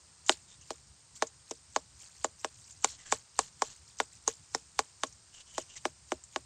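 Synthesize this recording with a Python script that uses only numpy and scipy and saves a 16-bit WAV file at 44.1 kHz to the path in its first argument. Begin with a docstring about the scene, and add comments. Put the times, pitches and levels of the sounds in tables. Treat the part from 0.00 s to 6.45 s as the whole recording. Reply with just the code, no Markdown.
"""A crisp, hollow knock with a crackle of straw: a fingernail flicks a ripe pineapple, up close.
Each of the twenty flicks clicks and crunches on the rind, rings the juicy fruit's damped modes
and shakes the dry straw tied round it. Between flicks the hand brushes the straw and rubs the rind.
Behind it lies a quiet field: a short, dull echo off leaves and ground, faint hiss and far rumble."""
import sys
import numpy as np
from scipy import signal
from scipy.fft import rfft, irfft, next_fast_len
from scipy.io import wavfile
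from scipy.ndimage import map_coordinates

SR = 44100
rng = np.random.default_rng(int(sys.argv[2]) if len(sys.argv) > 2 else 0)


def to_wav(s):
    """Save 16-bit WAV."""
    ch = np.atleast_2d(s).T  # columns
    pcm = np.round(np.clip(ch, -1, 1) * 32767)  # PCM
    wavfile.write(sys.argv[1], SR, pcm.astype(np.int16))


N = 284445

# Cue levels are relative: each layer adds its own gain or EQ.
# The flicks: (time [s], place [0 base to 3 upper side], pitch [ratio], blow level [dB],
# contact cut-off [Hz], scale pitch [Hz], scale level [dB], nail level [dB], skid t60 [s],
# straw level [dB])
FLICKS = [(0.2947, 0.2, 1.008, -20.8, 3900, 3200, -12, 8.5, 0.004, -42),
          (0.7057, 0.7, 1.012, -33.9, 1100, 4200, -36, -4.9, 0.008, -50),
          (1.2234, 1.2, 1.009, -27.0, 2170, 5800, -22, 5.0, 0.006, -52),
          (1.5107, 1.2, 1.013, -30.0, 410, 6900, -33, -4.6, 0.018, -53),
          (1.7624, 1.4, 1.006, -28.0, 2400, 4600, -28, 1.0, 0.003, -53),
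          (2.245, 1.3, 1.005, -28.2, 1650, 7000, -22, 2.0, 0.006, -55),
          (2.446, 1.0, 0.997, -32.3, 3010, 3000, -21, -0.5, 0.004, -52),
          (2.8448, 2.5, 0.987, -27.8, 1890, 6200, -13, 11.4, 0.007, -46),
          (3.1241, 2.2, 0.991, -27.0, 3320, 2400, -24, 6.5, 0.005, -42),
          (3.3903, 2.1, 0.991, -29.6, 1530, 7050, -16, 8.7, 0.007, -43),
          (3.6207, 2.0, 0.991, -30.2, 1450, 7200, -22, 4.4, 0.006, -46),
          (4.0016, 2.5, 0.988, -25.9, 2800, 2200, -18, 3.0, 0.005, -48),
          (4.2779, 2.6, 1.003, -30.5, 1230, 6900, -20, 6.8, 0.009, -43),
          (4.548, 3.0, 0.998, -27.4, 1130, 4000, -27, 3.8, 0.015, -50),
          (4.7914, 2.2, 0.987, -28.8, 9900, 7050, -20, 8.3, 0.006, -48),
          (5.0352, 1.3, 1.007, -31.2, 4000, 3700, -21, 2.5, 0.006, -50),
          (5.5805, 0.5, 1.012, -28.6, 1120, 7000, -26, -0.5, 0.02, -45),
          (5.8539, 0.0, 0.987, -24.3, 1190, 3100, -28, 1.7, 0.006, -52),
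          (6.1197, 0.0, 0.981, -23.3, 960, 2950, -30, -4.1, 0.005, -54),
          (6.361, 0.2, 1.012, -29.5, 1670, 3000, -29, -7.0, 0.004, -55)]
# The fruit's modes and their weight by place struck: (frequency [Hz], nominal t60 [s],
# base [dB], lower flank [dB], side [dB], upper side [dB])
FRUIT_MODES = [(271.0, 0.075, -13.0, -9.2, -13.4, -8.7), (345.0, 0.075, -10.1, -11.9, -17.1, -16.1),
               (368.0, 0.062, -4.3, -10.0, -37.4, -11.3), (453.0, 0.058, -11.0, -2.6, -1.8, -2.6),
               (536.0, 0.05, -11.2, -2.1, -1.8, -3.0), (632.0, 0.0415, 0.0, 4.0, -0.5, -9.9),
               (779.0, 0.0297, -5.0, 0.3, 2.9, -4.0), (838.0, 0.0275, -0.4, 0.2, 6.8, -1.2),
               (979.0, 0.0185, -2.8, 3.4, 14.4, 1.3), (1078.0, 0.032, -4.9, -1.0, 11.9, -6.3),
               (1217.0, 0.0142, 3.2, -3.4, -20.5, -13.2), (1440.0, 0.034, -4.0, -8.9, -2.1, -2.9),
               (1663.0, 0.0187, -0.9, 0.2, 2.7, -1.1), (1876.0, 0.0101, 7.3, -3.1, -13.0, 8.3),
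               (2233.0, 0.0098, 9.2, -14.0, 7.8, 7.1), (2982.0, 0.0062, 18.6, 14.3, -6.0, 18.5),
               (3616.0, 0.0054, 18.9, 12.3, 7.1, 18.6), (4940.0, 0.0047, 12.9, 14.9, 16.2, 2.1)]
# Single stalks snapping: (time [s], peak level [dB], ring pitch [Hz])
STALK_SNAPS = [(0.2628, -33, 6770), (0.283, -27.5, 6740), (0.292, -28, 6840), (0.3107, -32, 6700),
               (0.32, -27, 3950), (0.612, -45, 6400), (1.1545, -42, 7200), (1.173, -46, 7300),
               (1.269, -36.5, 6660), (2.7078, -39.5, 7060), (2.7236, -45, 7000), (2.823, -39, 7300),
               (2.9042, -42, 6600), (3.1177, -23.5, 7660), (3.4103, -36, 7160), (3.7115, -48, 5900),
               (3.9863, -34.5, 5460), (4.2845, -25, 6650), (5.0672, -37, 6500), (5.1246, -43, 6000),
               (5.405, -42, 2890), (5.7672, -36, 6150), (5.776, -39, 3000), (6.2379, -38, 7300)]
# The hand sweeping through the straw: (centre time [s], length [s], level [dB])
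HAND_SWEEPS = [(0.306, 0.08, -43.5), (1.168, 0.038, -52.5), (2.035, 0.15, -55), (2.158, 0.15, -58.5),
               (2.403, 0.06, -55.5), (2.63, 0.41, -59.5), (2.89, 0.084, -48.5), (3.128, 0.1, -50.5),
               (3.694, 0.33, -58.5), (3.889, 0.11, -59), (4.146, 0.083, -58), (4.306, 0.051, -55),
               (5.354, 0.098, -62), (5.562, 0.11, -57.5), (5.73, 0.1, -64)]
# The fingertip rubbing the rind: (start [s], length [s], level [dB], rasp pitch [Hz])
RIND_RUBS = [(0.467, 0.1, -59.5, 3700), (0.609, 0.035, -60.5, 2740), (2.858, 0.12, -53, 4170),
             (2.978, 0.071, -56, 1990), (3.038, 0.15, -51.5, 1690), (3.381, 0.12, -55.5, 4300),
             (3.607, 0.14, -53, 4370), (4.275, 0.038, -50, 1580), (5.318, 0.12, -56.5, 2860),
             (5.46, 0.069, -58.5, 3020), (5.524, 0.11, -53.5, 3000), (5.676, 0.087, -56.5, 2850),
             (5.753, 0.031, -49, 2070)]

# Tone curves: (frequency [Hz], gain [dB])
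NAIL_EQ = [(300, -16.5), (1000, -41), (2500, -18), (4500, -8.5), (6000, -0.5), (7200, 1), (8000, -8),
           (9000, -9.5), (11000, -22.5), (15000, -39)]  # the nail's bright click
SCALE_EQ = [(7500, -8.5), (10000, -13.5), (15000, -17.5)]  # how well the rind's scales radiate the top octave
CRUNCH_EQ = [(400, -18.5), (1000, 2), (2000, -7.5), (3500, -2.5), (5500, -2), (7000, 0), (8300, -3.5),
             (9500, -14.5), (15000, -37.5)]  # dry scales being crushed
STRAW_EQ = [(300, -30.5), (800, -20), (2000, -13.5), (3500, -11), (5500, -5.5), (7200, -1), (8500, -5.5),
            (9500, -17.5), (12000, -24.5), (15000, -28)]  # brittle stalks
RUB_EQ = [(300, -7.5), (900, -5.5), (1900, -5), (2500, -5), (3000, 1), (4500, -4.5), (6000, 4.5),
          (7500, 7.5), (8500, -6), (10000, -37)]  # skin on the rind
HISS_EQ = [(150, -12), (300, -5), (600, -6.5), (1000, -2.5), (2000, -7), (3500, -8), (5000, 0.5),
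           (6000, -3), (7200, 0), (8000, -2), (8600, 7.5), (9300, -9), (11000, -38), (15000, -23.5)]  # outdoor hiss
RUMBLE_EQ = [(20, -32), (45, -18), (65, 4), (100, -0.5), (150, -4), (250, -18.5), (600, -32), (2000, -74)]  # far rumble
MIC_EQ = [(8000, 0.5), (10000, -5), (14000, -6.5), (16000, -7)]  # the microphone's soft treble


def knocks(scatter_db=2.54, knock_db=-3.0, loss_exponent=0.0561, pivot_hz=340):
    """The body of the hit: each blow rings the fruit's modes by where it lands; soft contact is duller."""
    out, t = np.zeros(N), np.arange(SR // 8) / SR
    hz, t60, *places_db = np.transpose(FRUIT_MODES)
    places = np.arange(len(places_db))
    # juicy flesh hurries the higher modes: the same energy leaves in a shorter time
    haste = (hz / pivot_hz) ** loss_exponent
    fade = np.sqrt(haste)[:, None] * decay(t, (t60 / haste)[:, None])
    for s, place, pitch, blow_db, contact_hz, *_ in FLICKS:
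        crossfade = np.maximum(1 - abs(places - place), 0)
        mode_db = crossfade @ np.array(places_db) + scatter_db * rng.standard_normal(len(hz))
        modes = fade * np.cos(2 * np.pi * pitch * hz[:, None] * t)
        ring = -amp(mode_db) @ modes
        add(out, s, amp(blow_db + knock_db) * cut(ring, contact_hz, "low"))
    return cut(out, 290, "high", order=3)  # the bass falls away steeply below about 290 Hz


def through_flesh(x, lag_s=0.006097, corner_hz=790):
    """Long waves cross the soft flesh slowly, so each knock sinks in pitch as it dies."""
    size = next_fast_len(N + SR // 4)
    hz = np.fft.rfftfreq(size, 1 / SR)
    delay_s = lag_s / (1 + (hz / corner_hz) ** 2) ** 2
    phase = 2 * np.pi * np.cumsum(delay_s) * hz[1]
    return irfft(rfft(x, size) * np.exp(-1j * phase), size)[:N]


def thumps(thump_db=-24, thump_hz=170, t60=0.086):
    """The low end: each blow nudges the whole fruit on its stalk."""
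    out, t = np.zeros(N), np.arange(SR // 8) / SR
    push = np.sin(2 * np.pi * thump_hz * t) * decay(t, t60)
    for s, _, _, blow_db, *_ in FLICKS:
        add(out, s, amp(blow_db + thump_db) * push)
    return out


def nail_clicks(trim_db=0.1, skid_db=-5, tick_gain=0.12, lead_s=0.00037, rasp_hz=6700):
    """The attack: the nail skids over the rind with a high rasp and lands with a sharp tick."""
    out, t = np.zeros(N), np.arange(SR // 20) / SR
    for s, *_, nail_db, skid_t60, _ in FLICKS:
        gain = amp(nail_db + trim_db)
        skid = rng.standard_normal(len(t)) * decay(t, skid_t60)
        skid *= amp(skid_db) / np.linalg.norm(skid)
        rasp = resonant(skid, rasp_hz * rng.uniform(0.68, 1.203), width_hz=500, boost_db=7)
        add(out, s - lead_s, gain * rasp)
        add(out, s, [-tick_gain * gain])
    return coloured(out, NAIL_EQ)


def scale_pings(t60=0.012):
    """The stiff scale under each blow pings briefly at its own pitch."""
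    out, t = np.zeros(N), np.arange(SR // 20) / SR
    for s, *_, hz, scale_db, _, _, _ in FLICKS:
        add(out, s, -amp(scale_db) * decay(t, t60) * np.sin(2 * np.pi * hz * t))
    return coloured(out, SCALE_EQ)


def rind_crunch(crunch_db=-34.0, t60=0.042, graze_db=-13, graze_s=0.0382, nail_tracking=0.89):
    """The grit: the rind's dry scales are grazed just before each blow and crushed by it."""
    force, t = np.zeros(N), np.arange(N) / SR
    for s, *_, nail_db, _, _ in FLICKS:
        rise_db = graze_db - 60 * (s - t) / graze_s
        fall_db = -60 * (t - s) / t60
        envelope_db = np.where(t < s, rise_db, fall_db)
        near = abs(t - s) < 0.1
        force[near] += amp(nail_tracking * nail_db + crunch_db + envelope_db[near])
    grains = crackle(per_s=3500, spread_db=3, t60=0.003)
    return force * unit(coloured(grains, CRUNCH_EQ))


def straw_rustle(settle_t60=0.27):
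    """Dry stalks crackle under the hand; every blow shakes them, and they settle."""
    settle = decay(np.arange(SR // 2) / SR, settle_t60)
    shake = np.zeros(N)
    for s, *_, straw_db in FLICKS:
        add(shake, s, amp(straw_db) * settle)
    grains = crackle(per_s=3500, spread_db=7, t60=0.0088)
    return np.hypot(shake, hand_pressure()) * unit(coloured(grains, STRAW_EQ))


def hand_pressure(touch_db=-70, climb_db=1.5, windup_db=-58.5, lead_s=0.01, unsteady_db=1.5):
    """Envelope of the hand on the straw: a resting touch, a finger tensing for each flick, and sweeps."""
    times, places, *_ = np.transpose(FLICKS)
    height = np.interp(np.arange(N) / SR, times, places)
    touch = amp(touch_db + climb_db * height)  # firmer higher up the fruit
    windups = amp(windup_db) * sum(swell(s - lead_s, length_s=0.097) for s in times)
    sweeps = sum(amp(db) * swell(s, length_s) for s, length_s, db in HAND_SWEEPS)
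    return np.linalg.norm([touch, windups, sweeps], axis=0) * amp(unsteady_db * wobble(40))


def stalk_snaps(trim_db=-1, t60=0.056, width_hz=900, noise_mix=0.255):
    """Single stalks give way in short dry bursts, each ringing at its own pitch."""
    out, t = np.zeros(N), np.arange(SR // 20) / SR
    for s, db, hz in STALK_SNAPS:
        burst = coloured(rng.standard_normal(len(t)) * decay(t, t60), STRAW_EQ)
        snap = noise_mix * burst + band(burst, hz, width_hz)
        add(out, s, amp(db + trim_db) * snap / abs(snap).max())
    return out


def rind_rubs(flutter_db=2.1):
    """Skin catches and slips on the ridges of the rind; each stroke rasps at its own pitch."""
    out = np.zeros(N)
    flutter = amp(flutter_db * wobble(130))
    slips = flutter * coloured(crackle(per_s=4100, spread_db=0.5, t60=0.0011), RUB_EQ)
    for s, length_s, db, hz in RIND_RUBS:
        stroke = slips[int(s * SR):][:int(length_s * SR)]
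        rasp = unit(resonant(stroke, hz, width_hz=220, boost_db=10))
        add(out, s, amp(db) * rasp * signal.windows.tukey(len(rasp)))
    return out


def foliage_echo(x, send_db=-25, t60=0.17, attack_s=0.0029, dull_hz=1600):
    """Leaves and ground scatter back a short, dull, weak echo."""
    t = np.arange(SR // 3) / SR
    tail = rng.standard_normal(len(t)) * decay(t, t60) * (1 - np.exp(-t / attack_s))
    tail = cut(tail / np.linalg.norm(tail), dull_hz, "low", order=1)
    return amp(send_db) * signal.fftconvolve(x, tail)[:N]


def field_bed(hiss_db=-62, rumble_db=-67):
    """The ambience: a near-steady high hiss and a far, unsteady rumble."""
    hiss_gain = amp(hiss_db + 0.41 * wobble(2.8))
    hiss = unit(coloured(rng.standard_normal(N), HISS_EQ))
    rumble_gain = amp(rumble_db + 3 * wobble(20))
    rumble = unit(coloured(rng.standard_normal(N), RUMBLE_EQ, size=16384))
    return hiss_gain * hiss + rumble_gain * rumble


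def amp(db):
    """Decibels to gain."""
    return 10 ** (np.asarray(db) / 20)


def unit(x):
    """Scale to rms 1."""
    return x / np.sqrt(np.mean(x ** 2) + 1e-20)


def add(track, s, x):
    """Mix x into the track from time s."""
    part = track[max(round(s * SR), 0):][:len(x)]
    part += x[:len(part)]


def decay(t, t60):
    """An envelope that falls 60 dB every t60 seconds."""
    return np.exp(-np.log(1000) * t / t60)


def swell(s, length_s):
    """A smooth rise and fall centred on time s, from 0 to 1 and back."""
    return np.cos(np.pi * np.clip((np.arange(N) / SR - s) / length_s, -0.5, 0.5))


def wobble(per_s):
    """A smooth random curve, per_s knots a second."""
    knots = rng.standard_normal(int(N * per_s / SR) + 4)
    return map_coordinates(knots, [np.arange(N) * per_s / SR])


def crackle(per_s, spread_db, t60):
    """Tiny ringing grains at random times, each of its own pitch and size, rms 1."""
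    when, pitch, size = rng.random((int(per_s * N / SR), 3)).T[..., None]
    k = np.arange(SR // 300)
    grains = amp(2 * spread_db * size) * np.sin(np.pi * pitch * k) * decay(k / SR, t60)
    positions = (when * N).astype(int) + k
    return unit(np.bincount(positions.ravel(), grains.ravel(), N)[:N])


def coloured(x, curve, size=2048):
    """x through a minimum-phase EQ that follows a tone curve."""
    hz, db = np.transpose(curve)
    log_hz = np.log(np.fft.rfftfreq(size, 1 / SR) + 1)
    gain = amp(np.interp(log_hz, np.log(hz), db))
    cepstrum = irfft(np.log(gain))
    fold = 1 + np.sign(size / 2 - np.arange(size))  # causal: no ringing ahead of an attack
    fold[0] = 1
    response = irfft(np.exp(rfft(cepstrum * fold)))
    return signal.fftconvolve(x, response)[:len(x)]


def cut(x, hz, kind, order=2):
    """A low-pass or high-pass filter."""
    return signal.sosfilt(signal.butter(order, hz, kind, fs=SR, output="sos"), x)


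def band(x, hz, width_hz):
    """A resonant band-pass filter."""
    return signal.lfilter(*signal.iirpeak(hz, hz / width_hz, SR), x)


def resonant(x, hz, width_hz, boost_db):
    """x with one resonance added."""
    return x + amp(boost_db) * band(x, hz, width_hz)


def scene():
    """The mono mix: flicks, their echo, handling noise and the field."""
    flicks = through_flesh(knocks()) + thumps() + nail_clicks() + scale_pings() + rind_crunch()
    echo = foliage_echo(flicks)
    handling = straw_rustle() + stalk_snaps() + rind_rubs()
    return (flicks + echo + handling + field_bed())[None]


def record(dry):
    """The microphone softens the top octave, and a steep low-pass limits the band."""
    return cut(coloured(dry[0], MIC_EQ), hz=15600, kind="low", order=24)[None]


dry = scene()
out = record(dry)
to_wav(out)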